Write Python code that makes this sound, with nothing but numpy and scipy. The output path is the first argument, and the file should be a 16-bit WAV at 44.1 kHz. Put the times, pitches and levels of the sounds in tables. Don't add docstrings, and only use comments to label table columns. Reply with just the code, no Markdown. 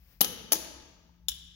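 import sys
import numpy as np
from scipy import signal
from scipy.fft import rfft, irfft, next_fast_len
from scipy.io import wavfile
from scipy.ndimage import uniform_filter1d

SR = 44100
rng = np.random.default_rng(int(sys.argv[2]) if len(sys.argv) > 2 else 0)


def int16_out(signal):
    q = np.round(np.clip(np.atleast_2d(signal).T, -1, 1) * 32767)
    wavfile.write(sys.argv[1], SR, q.astype(np.int16))


def linear_from_db(decibels):
    return 10 ** (np.asarray(decibels, float) / 20)


N = 68355

# hz, correlation
BED_ALIKE = [(40, 1), (100, 1), (400, 0.72), (1200, 0.87), (8000, .2)]
BED_PAN_DB = 10.5


def along(points, hz):
    f, v = np.transpose(points)
    return np.interp(np.log(hz + 1), np.log(f + 1), v)


def curve(rows):
    return linear_from_db(np.interp(np.arange(N) / SR, *np.transpose(rows)))


def filtered(x, response):
    n = x.shape[-1]
    m = next_fast_len(n + 8192)
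    return irfft(rfft(x, m) * response(np.fft.rfftfreq(m, 1 / SR)), m)[..., :n]


def pair(n, alike):
    def mid_side_gains(hz):
        angle = np.arccos(np.clip(along(alike, hz), -1, 1)) / 2
        return np.array([np.cos(angle), np.sin(angle)])

    mid, side = filtered(rng.standard_normal((2, n)), mid_side_gains)
    return np.array([mid + side, mid - side])


def rush(n, spectrum, alike):
    x = filtered(pair(n, alike), lambda hz: linear_from_db(along(spectrum, hz)))
    return x / x.std()


def panned(x, pan_db):
    return x * linear_from_db(np.array([[pan_db / 2], [-pan_db / 2]]))


def rumble():
    # hz, level_db
    spectrum = [(12, -39), (20, -12), (67, 15.5), (83, -2), (97, -1.5), (177, -8), (211, -17), (255, -11),
                (400, -24.5), (520, -53.5), (880, -120)]
    # time_s, level_db
    level = [(0, -57), (.55, -56), (.9, -59), (1.15, -61), (1.3, -53), (1.55, -57)]
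    return panned(curve(level) * rush(N, spectrum, BED_ALIKE), 4)


def hum():
    # time_s, level_db
    level = [(0, -75.5), (.9, -76.5), (1.1, -65), (1.55, -65)]
    hum_hz = 172
    t = np.arange(N) / SR
    drift_rad = np.cumsum(uniform_filter1d(rng.standard_normal(N), size=2000)) * 0.022
    tone = np.sqrt(2) * np.sin(2 * np.pi * hum_hz * t + drift_rad)
    return panned(curve(level) * tone, BED_PAN_DB)


def hiss():
    # hz, level_db
    spectrum = [(240, -65.5), (400, -18), (446, -6), (1090, -10.5), (1180, -9.5), (1420, -9.5), (2430, -6),
                (3690, -11), (5350, -8), (8370, -22.5), (16000, -1)]
    # time_s, level_db
    level = [(0, -63.5), (.07, -61), (.13, -56.5), (.18, -64.5), (1.1, -75), (1.55, -79.5)]
    return panned(curve(level) * rush(N, spectrum, BED_ALIKE), BED_PAN_DB)


def crack(n):
    # hz, level_db
    spectrum = [(530, -32.5), (900, -16.5), (2030, -15), (3080, -10), (5390, -5.5), (6080, 0.5),
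                (8760, -24), (10600, 0.5), (12200, -19), (13300, 1.5), (15900, -6), (16500, -22)]
    cepstrum = irfft(np.log(linear_from_db(along(spectrum, np.fft.rfftfreq(2 * n, 1 / SR)))))
    cepstrum[1:n] *= 2
    cepstrum[n + 1:] = 0
    x = irfft(np.exp(rfft(cepstrum)))[:n]
    return x / np.abs(x).max()


def ringing(t, hz, t60, level_db):
    attack_s, scatter_db = 0.00056, 4.5
    sign = (-1) ** np.arange(len(hz))
    gain = sign * linear_from_db(level_db + scatter_db * rng.standard_normal(len(hz)))
    decay = linear_from_db(-60 * t / t60[:, None])
    modes = decay * np.sin(2 * np.pi * hz[:, None] * t)
    return gain @ modes * (1 - np.exp(-t / attack_s))


def tool():
    # start_s, ring_db, crack_db, thud_db
    knocks = [
        [(0.2075, -28, -11, -25), (.2088, -24, -2, -24), (.2100, -24.5, -10.5, -52), (.2115, -16.5, -1, -21.5),
         (.2130, -18.5, -5, -27.5), (.2142, -6, -14, -52), (.2450, -31, -20, -39.5), (.2465, -45.5, -6, -52)],
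        [(0.5184, -42.5, -24, -23), (0.5215, -29, 1.5, -27.5), (.5230, -12, -11, -38), (.5255, -21, -17.5, -44),
         (.5290, -14, -6.5, -32), (.5325, -25.5, -0.5, -35)],
        [(1.2840, -19, -19, -46.5), (1.2850, -18, -13, -46.5), (1.2885, -17, -26, -61.5),
         (1.2945, -25, -33, -68)],
    ]
    # hz, t60_s, knock_1_db, knock_2_db, knock_3_db
    steel_modes = [(3044, 0.017, -11.5, -16, -10), (3470, 0.0073, -17.5, -15, -1),
                   (3945, 0.0065, -5, -9.5, -2), (4395, 0.006, -11.5, -4.5, -18.5),
                   (5440, 0.0033, -27, -12, -3.5), (5960, 0.0088, -16, -18, -11), (6770, 0.005, -19, 4, -6),
                   (7160, 0.0047, -17, 1.5, 1.5), (9700, 0.01276, -26.5, -7.5, -35),
                   (10830, 0.013, -9.5, 0, -2), (11130, 0.014, -3.5, -6, -18),
                   (11580, 0.0079, -3, -6, -17.5), (13000, .01, 3, -13, -10.5),
                   (12800, 0.0033, -2, -5, -45), (13060, 0.0088, -11, -18, -33),
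                   (15900, 0.0093, -8.5, -20, -24), (15600, .01, -9.5, -24.5, -5.5)]
    # hz, t60_s, knock_1_db, knock_2_db, knock_3_db
    body_modes = [(206.7, 0.029, -2, -6, -17), (321.4, 0.056, -12.5, -3, -15), (462.6, 0.038, -2, -4, -9),
                  (640, 0.025, -15, -3, -21), (765.4, 0.036, -7, -12.5, -5),
                  (871, 0.038, -12.5, -5.5, -13.5), (1277, 0.02, -6, -6.5, -6), (1617, 0.014, -13, -11, -1)]
    thud_low_hz = 130
    t = np.arange(SR // 8) / SR
    steel, body = np.transpose(steel_modes), np.transpose(body_modes)
    click = crack(len(t))
    low_cut = lambda hz: (1j * hz / (thud_low_hz + 1j * hz)) ** 2
    contacts = []
    for place, knock in enumerate(knocks):
        for start_s, ring_db, crack_db, thud_db in knock:
            sound = linear_from_db(crack_db) * click
            sound = sound + ringing(t, steel[0], steel[1], ring_db + steel[2 + place])
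            sound = sound + ringing(t, body[0], body[1], thud_db + body[2 + place])
            contacts.append((start_s, filtered(sound, low_cut)))
    return contacts


def burst(t, t60, alike):
    x = pair(len(t), alike) * linear_from_db(-60 * np.abs(t) / t60) * (t >= 0)
    return x / np.linalg.norm(x[0])


def garage():
    # hz, correlation
    near_alike = [(200, .97), (700, 0.68), (1500, 0.43), (3000, 0.26), (5500, 0.3), (10000, 1),
                  (14000, 0.2)]
    # hz, correlation
    tail_alike = [(100, 1), (300, 0.37), (700, 0.31), (1500, 0.29), (4000, 0.017)]
    # hz, t60_s
    tail_t60 = [(150, 1.78), (400, 0.91), (1000, 1.37), (3000, 1.1), (6000, 0.95), (9000, 0.66),
                (12000, 0.47), (16000, 0.4)]
    # hz, level_db
    tail_colour = [(150, -3), (400, -4.5), (1000, -8.5), (2000, -4.5), (4000, -7.5), (7000, -10),
                   (10000, -11.5), (13000, -11.5), (16000, -12)]
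    near_t60_s, near_db = .09, -5
    scuff_t60_s = .005
    scuff_from_hz = 900
    wall_s, wall_db, wall_t60_s = .0333, -10.5, .025
    wall_top_hz = 6020
    rise_s = 0.0035
    t = np.arange(SR) / SR
    low_pass = lambda f, top_hz: top_hz / (top_hz + 1j * f)

    rough = linear_from_db(near_db) * burst(t, near_t60_s, near_alike) + burst(t, scuff_t60_s, near_alike)
    early = filtered(rough, lambda f: 1 - low_pass(f, scuff_from_hz))
    impulse = 1. * (t == 0)
    early += filtered(impulse, lambda f: low_pass(f, scuff_from_hz))

    hz, frame_s, z = signal.stft(pair(SR, tail_alike), SR, nperseg=256)
    decay = linear_from_db(-60 * frame_s / along(tail_t60, hz)[:, None])
    tail = signal.istft(z * decay, SR, nperseg=256)[1][:, :SR]
    tail = tail * (1 - np.exp(-t / rise_s)) / np.linalg.norm(tail[0])
    tail = filtered(tail, lambda f: linear_from_db(along(tail_colour, f)))

    slap = burst(t - wall_s, wall_t60_s, near_alike)
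    wall = linear_from_db(wall_db) * filtered(slap, lambda f: low_pass(f, wall_top_hz) ** 2)
    return panned(early, 7) + panned(tail + wall, 4.5)


def tick():
    tick_s, tick_hz, tick_db, tick_t60_s = 1.093, 900, -57, .03
    since = np.maximum(np.arange(N) / SR - tick_s, 0)
    decay = linear_from_db(tick_db - 60 * since / tick_t60_s)
    return panned(decay * np.sin(2 * np.pi * tick_hz * since), BED_PAN_DB)


def scene():
    out = rumble() + hum() + hiss() + tick()
    for start_s, sound in tool():
        start = round(start_s * SR)
        wet = signal.fftconvolve(sound[None], garage(), axes=1)[:, :N - start]
        out[:, start:start + wet.shape[1]] += wet
    return out


def roll_off(x):
    return signal.sosfilt(signal.butter(12, 16990, fs=SR, output="sos"), x)


def record(dry):
    # hz, level_db
    mic_top = [(15500, -3), (16000, -6), (16600, -24), (17500, -43.5)]
    left_lead_s = .00014
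    lag = lambda hz: np.exp(-2j * np.pi * hz * np.array([[0], [left_lead_s]]))
    mix = filtered(dry, lambda hz: linear_from_db(along(mic_top, hz)) * lag(hz))
    return roll_off(mix)


dry = scene()
out = record(dry)
int16_out(out)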